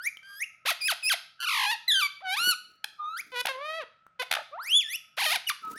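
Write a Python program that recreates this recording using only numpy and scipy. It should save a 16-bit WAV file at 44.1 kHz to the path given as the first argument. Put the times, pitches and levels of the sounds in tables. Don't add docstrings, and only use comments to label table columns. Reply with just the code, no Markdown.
import sys
import numpy as np
from scipy import signal
from scipy.fft import rfft, irfft
from scipy.io import wavfile

SR = 44100
rng = np.random.default_rng(int(sys.argv[2]) if len(sys.argv) > 2 else 0)


def volts_from_db(level):
    exponent = np.asarray(level, float) / 20
    return 10 ** exponent


def unload_audio(sound):
    columns = np.transpose(np.atleast_2d(sound))
    steps = np.round(np.clip(columns, -1, 1) * 32767)
    wavfile.write(sys.argv[1], SR, steps.astype(np.int16))


N = 254898
TIME = np.arange(N) / SR

# [t/s, pitch f/Hz, level/dB, tilt/(dB per octave), even partials/dB, roughness/0-1]
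WHISTLES = [
    [(0, 1393, -38.5, -13.5, -7, 0.1), (0.03, 1654, -46.5, 4, -19, 0), (0.055, 1933, -32.5, 6.5, -19, 0.2),
     (0.075, 2310, -24.5, 0, -30, 0.08), (0.09, 2433, -34.5, -11, 4, 0.2), (0.098, 2370, -52, 3, -14, 0.2)],
    [(0.23, 1555, -53.5, -3, -1, 0.2), (0.3, 1607, -47.5, -0.5, -9, 0.2), (0.35, 1598, -48, 1.5, -7, 0.2),
     (0.39, 1670, -46.5, 5, -12, 0), (0.408, 1896, -36.5, 4, -21.5, 0.2), (0.425, 2190, -27.5, 2.5, -38, 0),
     (0.442, 2794, -34, -8.5, 9, 0), (0.45, 2820, -49.5, -1, 1, 0.1)],
    [(0.806, 2606, -45, -12, 17, 0), (0.815, 2450, -33, -1, 13.5, 0.2), (0.84, 2410, -31, -1, 11, 0.1),
     (0.873, 2630, -25, 6.5, 0.5, 0), (0.879, 2286, -28, 5.5, -13, 0.2), (0.885, 1663, -26, -0.5, 7, 0),
     (0.9, 1469, -24, 2, -6.5, 0), (0.915, 966, -25.5, 6, -5.5, 0.1), (0.928, 650, -29.5, -5.5, -4.5, 0.1),
     (0.938, 650, -38.5, 4, 6, 0)],
    [(1.026, 2680, -41, -2, -11, 0), (1.035, 2528, -33, 3.5, 4, 0.1), (1.06, 2470, -26, 3, 7, 0),
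     (1.09, 2712, -24.5, 0, 10, 0.1), (1.096, 2130, -28.5, 7, -14.5, 0), (1.102, 1645, -24, -2, 11.5, 0.1),
     (1.115, 1522, -22.5, 3, -6.5, 0.08), (1.13, 1020, -24.5, 5.5, 3, 0), (1.143, 665, -28, -1, -8.5, 0),
     (1.153, 656, -54.5, -5, -20, 0.1)],
    [(1.876, 2003, -54, -12, -3, 0.1), (1.882, 2026, -22, 1.5, 9, 0), (1.9, 1952, -21.5, -7, 22.5, 0.09),
     (1.92, 1653, -20, 1.5, 12, 0), (1.93, 1796, -22, -2, 18, 0), (1.95, 1593, -22.5, -0.5, 11.5, 0),
     (1.995, 1530, -24.5, -0.5, 1.5, 0), (2.01, 1366, -28, 3, -2, 0), (2.025, 1177, -25, -0.5, 3, 0.07),
     (2.065, 1144, -25.5, -2.5, 13, 0.01), (2.078, 1024, -50.5, -1, 8, 0.1)],
    [(2.205, 444, -57, -3, 15, 0.2), (2.23, 779, -45, -15, -3, 0.2), (2.26, 749, -35, -8.5, 7, 0.2),
     (2.3, 736, -31.5, -1.5, -7.5, 0), (2.34, 796, -27, 0, 0.5, 0), (2.36, 905, -37, -2, 1, 0.2),
     (2.372, 1134, -28, 1.5, 3, 0.1), (2.4, 1363, -27.5, 1.5, -3, 0), (2.45, 1463, -26.5, 2.5, 0.5, 0.14),
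     (2.5, 1476, -20.5, 3, -4.5, 0), (2.515, 1416, -24, 6.5, -5.5, 0.2), (2.535, 1260, -31.5, -5.5, 1, 0.2),
     (2.545, 1080, -51, 8, 7, 0.1)],
    [(2.98, 1206, -65, -12, -5, 0.1), (3.0, 1219, -35, -20.5, -20, 0), (3.05, 1208, -31.5, -11, -29, 0.06),
     (3.12, 1299, -39, -7, -13, 0), (3.16, 1384, -35, -7.5, -23, 0), (3.18, 1690, -39, 5.5, -4, 0.1),
     (3.2, 2246, -33.5, 3.5, -28, 0.1), (3.212, 2540, -39.5, -6.5, 14.5, 0.2)],
    [(4.512, 523, -64, -25, 8, 0.1), (4.535, 591, -39.5, -20.5, 21, 0.2), (4.57, 750, -42, -20, 4, 0.06),
     (4.59, 1009, -36, -20, 1.5, 0), (4.603, 1314, -35.5, -12.5, -28, 0), (4.64, 1708, -44, 6.5, -23, 0.1),
     (4.7, 2702, -31.5, 0.5, 2.5, 0.17), (4.74, 3278, -19, -3, -9, 0), (4.775, 3526, -18.5, 1, 3.5, 0),
     (4.8, 3304, -22, -12.5, 11, 0), (4.815, 2580, -32.5, -1, 0.5, 0.1), (4.84, 1820, -47, 1, -8, 0),
     (4.88, 1730, -45, 1.5, -7, 0), (4.92, 2092, -36, 7, -16, 0), (4.96, 2920, -29.5, 0.5, 10.5, 0.2),
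     (4.972, 3020, -55, -22, 5, 0)],
    [(5.466, 3074, -47, -6, 7, 0.1), (5.474, 2897, -25.5, 5.5, -16.5, 0.1),
     (5.485, 2880, -31.5, -0.5, 12, 0.1), (5.494, 2045, -26.5, 8.5, -15, 0),
     (5.503, 1185, -27, -1, -0.5, 0.2), (5.513, 1171, -29.5, -3.5, 1, 0), (5.522, 940, -42.5, 0, -7, 0.05)],
    [(5.62, 1376, -62, -13, 10, 0), (5.64, 1304, -36, -20, -13, 0.2), (5.7, 1266, -37, -19, -19, 0.2),
     (5.74, 1333, -47.5, -21, -9, 0.2), (5.765, 1690, -47, -2, -33, 0.2), (5.78, 1877, -43.5, 5, -12, 0.2)],
]
# [t/s, pitch f/Hz, level/dB, tilt/(dB per octave), even partials/dB, roughness/0-1]
SQUAWKS = [
    [(0.652, 490.5, -47, -8, -1, 0.5), (0.66, 541.4, -27, 1, -6, 0.5), (0.68, 973, -27, 3, 0, 0.1),
     (0.692, 1390, -23.5, 2, -1, 0.3), (0.705, 865, -23.5, 4, 2, 0.7), (0.72, 639, -27, -3, -6, 0.1),
     (0.733, 621, -46, 12, 2, 0.2)],
    [(1.378, 1407, -80, 2, -2, 0.2), (1.39, 1399, -57, -15, -8, 0), (1.405, 1400, -34, 2, -1, 0),
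     (1.47, 1345, -27, -0.5, 3, 0), (1.53, 1131, -27.5, 1, 2.5, 0), (1.6, 950, -26.5, 0, 0, 0),
     (1.66, 915, -26, -0.5, -4.5, 0), (1.72, 956, -27.5, 0.5, 1.5, 0.08), (1.742, 898, -30, -1.5, -3, 0),
     (1.754, 792, -48, -9, -6, 0)],
    [(2.84, 780, -64, 0, -8, 0.7), (2.844, 801, -20, 4, 5.5, 0.6), (2.849, 883, -46.5, -4, -3, 0.5),
     (2.853, 800, -43, 2, -1, 0.7)],
    [(3.318, 500, -47.5, 0.5, -2, 0.1), (3.335, 512, -41, -7, 1, 0.2), (3.36, 480.5, -34, -2, -2, 0.2),
     (3.385, 491.6, -32, -1.5, 1, 0.2), (3.413, 496, -26.5, 2, -3, 0.08), (3.421, 507, -48.5, -12, 3, 0.2)],
    [(3.451, 692, -50.5, -11, -1, 0.5), (3.455, 764, -23, -7, -1, 0.7), (3.46, 1117, -29, 15, -2, 0.2),
     (3.464, 1122, -40, -9, -9, 0.3)],
    [(3.467, 629, -43.5, -16, -4, 0), (3.47, 678, -24, 4.5, -2, 0.2), (3.478, 991, -35, -5.5, 0, 0),
     (3.49, 539, -28, -1, 0, 0), (3.517, 531.3, -35.5, -4, -3, 0.1), (3.53, 515.3, -42.5, -6.5, 5, 0),
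     (3.57, 518, -41, -13, 7, 0.07), (3.62, 576.4, -37, -9, 6, 0), (3.66, 611, -36, -5, 4.5, 0),
     (3.78, 658.3, -35.5, -4.5, -3.5, 0.03), (3.8, 635, -33, -9, 3.5, 0.1), (3.82, 545, -40, -3.5, -6, 0.2),
     (3.84, 444, -46, -9, 1.5, 0.1)],
    [(4.19, 512, -69.5, -4, 8, 0.2), (4.197, 508, -30, -1, 0, 0), (4.218, 497.5, -29, -3.5, -1, 0.15),
     (4.225, 644, -34, 4, -1, 0.2), (4.232, 756, -34, -4.5, -10, 0), (4.24, 600, -57, 12.5, 0, 0)],
    [(4.304, 757, -54, -9, -4, 0.5), (4.31, 746, -24, 1.5, -7.5, 0.4), (4.35, 742, -28.5, 1, 6, 0.5),
     (4.38, 747, -31, -11, 4.5, 0.2), (4.41, 750, -41, -9, 4, 0.4), (4.422, 725, -51, -17, -11, 0.5)],
    [(5.168, 429, -54, 7, -1, 0.5), (5.178, 541.2, -30, -1.5, -3, 0.3), (5.205, 1171, -27.5, 2.5, 5, 0.5),
     (5.225, 730, -25.5, 0.5, -7, 0.3), (5.245, 1012, -27.5, 3.5, -6, 0.7), (5.265, 623, -25.5, 1.5, -9, 0),
     (5.3, 611.3, -29.5, 3, 4.5, 0.6), (5.325, 728.6, -23.5, 2, -10.5, 0.3),
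     (5.342, 1045, -29.5, 1, 1, 0.6), (5.36, 763, -25, 2.5, -3, 0.5), (5.374, 663, -39, -5, -9, 0.5)],
]
# [t/s, phase/beats so far, pitch swing/share, gate depth/dB]
TONGUE_TRILLS = [
    [(1.375, -2, 0.12, 39.5), (1.405, 1.0, 0.08, 26.5), (1.427, -2, .1, 20), (1.445, 4, .1, 21.5),
     (1.481, 5.0, 0.13, 0.5), (1.62, 12.0, 0.15, 3.5), (1.663, 14.5, .12, 2.5), (1.713, 14.5, 0.077, -0.5),
     (1.722, 17.5, .001, 4.8)],
    [(4.303, 0, 0.14, 35), (4.345, 3.5, .2, 40), (4.38, 5.5, .2, 15), (4.422, 7, .2, -1)],
]
PITCH_LAG = [0.0056, 0.26]
# [t/s, pitch f/Hz, level/dB]
SECOND_VOICE = [
    [(.27, 1204, -75), (.31, 1199, -54), (.35, 1210, -58), (.39, 1230, -75)],
    [(2.995, 800, -62), (3.03, 826, -52.5), (3.09, 930, -67), (3.15, 1050, -70)],
    [(5.63, 920, -78), (5.65, 905, -49), (5.69, 924, -61), (5.73, 960, -50)],
]
# [f/Hz, level/dB]
THROAT = [(240, -43), (400, -7), (1220, 2), (2400, 2.5), (3370, 1), (4580, -4.5), (5270, -11), (6500, -15),
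          (8000, -25), (9000, -17), (11900, -12), (13100, -54), (14800, -22.5), (16000, -40.5)]
# [t/s, peak level/dB, ring f/Hz]
BEAK_TICKS = [
    (0.171, -34.5, 3100),
    (4.066, -41, 1330),
]
# [t/s, level/dB, centre of band f/Hz]
RUMBLE = [
    [(2.34, -92, 303), (2.4, -60, 293), (2.966, -88, 294), (3.5, -73.5, 298)],
    [(5.6, -90, 302), (5.692, -53, 310), (5.78, -57.5, 310)],
]
# [f/Hz, level/dB]
FLOOR = [(15, -47.5), (25, -16.5), (159, 3), (394, -17), (661, -3.5), (1140, -26), (1290, 17.5), (1450, -2),
         (9000, -36), (11700, -79.5), (19800, -120)]
# [f/Hz, decay/s]
ROOM_T60 = [(500, 0.31), (1300, 0.34), (3500, 0.47), (9000, 0.29), (15000, 0.1)]


def rms_one(x):
    return x / np.sqrt(np.mean(x ** 2) + 1e-20)


def at_hz(points, hz):
    table_hz, values = np.transpose(points)
    return np.interp(np.log(hz), np.log(table_hz), values)


def span(rows):
    s, *columns = np.transpose(rows)
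    part = slice(int(s[0] * SR), int(s[-1] * SR))
    return part, [np.interp(TIME[part], s, c) for c in columns]


def wobble(hz):
    low_pass = signal.butter(2, hz, fs=SR, output="sos")
    return rms_one(signal.sosfilt(low_pass, rng.standard_normal(N)))


def coloured(spectrum):
    hz = np.arange(N // 2 + 1) * SR / N + 1
    shaped = rfft(rng.standard_normal(N)) * volts_from_db(at_hz(spectrum, hz))
    return rms_one(irfft(shaped, N))


def syrinx():
    out = np.zeros(N)
    bend, gate_db = tongue_trills()
    jitter, shimmer = wobble(250), wobble(86)
    rasp = np.array([wobble(860), wobble(570), wobble(490)])
    for rows in WHISTLES + SQUAWKS:
        part, (hz, level_db, tilt_db, even_db, rough) = span(rows)
        rough = np.clip(rough, 0, 1)
        hz = hz * bend[part] * (1 + 0.036 * rough * jitter[part])
        phase = 2 * np.pi * np.cumsum(hz) / SR
        k = np.arange(1, int(16000 / hz.min()) + 1)[:, None]
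        partial_hz = k * hz
        gain_db = at_hz(THROAT, partial_hz) + tilt_db * np.log2(k) + even_db * (k % 2 == 0)
        gain = volts_from_db(gain_db) * (partial_hz < 16500)
        smear = np.clip(rough * (partial_hz / 4000) ** 1.41, 0, 1)
        noise = rasp[:, part][k[:, 0] % 3]
        swell = np.sqrt(1 - smear ** 2) + smear * noise
        tone = np.sum(gain * swell * np.cos(k * phase + 0.3 * k), axis=0)
        evened = tone / np.sqrt(np.sum(gain ** 2, axis=0) / 2)
        out[part] += evened * volts_from_db(level_db + gate_db[part] + 0.99 * shimmer[part])
    return out


def room(x):
    t = TIME[:int(0.7 * SR)]
    tail = np.zeros(len(t))
    for hz in 250 * 2.0 ** np.arange(7):
        edges = [hz / np.sqrt(2), min(hz * np.sqrt(2), 19000)]
        band = signal.butter(2, edges, "band", fs=SR, output="sos")
        decay = volts_from_db(-60 * t / at_hz(ROOM_T60, hz))
        tail += signal.sosfilt(band, rng.standard_normal(len(t))) * decay
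    tail *= np.clip(t / 0.015, 0, 1)
    return signal.fftconvolve(x, tail / np.sqrt(np.sum(tail ** 2)))[:N]


def noise_floor():
    return volts_from_db(-68) * coloured(FLOOR)


def two_ports(mid):
    port_db, port_hz, delay = -40, 7000, 200
    treble = signal.butter(8, port_hz, "high", fs=SR, output="sos")
    side = signal.sosfilt(treble, np.roll(mid, delay))
    return mid + volts_from_db(port_db) * side * [[1], [-1]]


def beak_ticks():
    out, t = np.zeros(N), TIME[:1500]
    for s, db, hz in BEAK_TICKS:
        ring = np.sin(2 * np.pi * hz * t) * np.exp(-t / 0.0026)
        crack = 0.16 * rng.standard_normal(len(t)) * np.exp(-t / 0.0018)
        start = int(s * SR)
        out[start:start + len(t)] += volts_from_db(db) * (ring + crack)
    return out


def second_voice():
    out = np.zeros(N)
    for rows in SECOND_VOICE:
        part, (hz, level_db) = span(rows)
        out[part] += volts_from_db(level_db - 1) * np.sin(2 * np.pi * np.cumsum(hz) / SR)
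    return out


def tongue_trills():
    bend, gate_db = np.ones(N), np.zeros(N)
    for rows, lag in zip(TONGUE_TRILLS, PITCH_LAG):
        part, (beats, swing, depth_db) = span(rows)
        bend[part] = 1 + swing * np.cos(2 * np.pi * (beats - lag))
        closed = ((1 - np.cos(2 * np.pi * beats)) / 2) ** 1.85
        gate_db[part] = -depth_db * closed + 0.085 * depth_db
    return bend, gate_db


def furniture_rumble():
    out, lumps = np.zeros(N), volts_from_db(7.9 * wobble(30))
    centres = np.geomspace(75, 850, 8)
    bands = [coloured([(hz / 1.9, -30), (hz, 0), (hz * 1.5, -30)]) for hz in centres]
    for rows in RUMBLE:
        part, (level_db, centre_hz) = span(rows)
        gains = [volts_from_db(-14 * np.log2(hz / centre_hz) ** 2) for hz in centres]
        mix = sum(g * b[part] for g, b in zip(gains, bands))
        mix = mix / np.sqrt(sum(g ** 2 for g in gains))
        out[part] += volts_from_db(level_db) * mix * lumps[part]
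    return out


def scene():
    bird = syrinx() + second_voice() + beak_ticks()
    mid = bird + volts_from_db(-15) * room(bird) + furniture_rumble() + noise_floor()
    return two_ports(mid)


def roll_off(x):
    return signal.sosfilt(signal.butter(12, 16820, fs=SR, output="sos"), x)


def record(dry):
    return roll_off(dry)


dry = scene()
out = record(dry)
unload_audio(out)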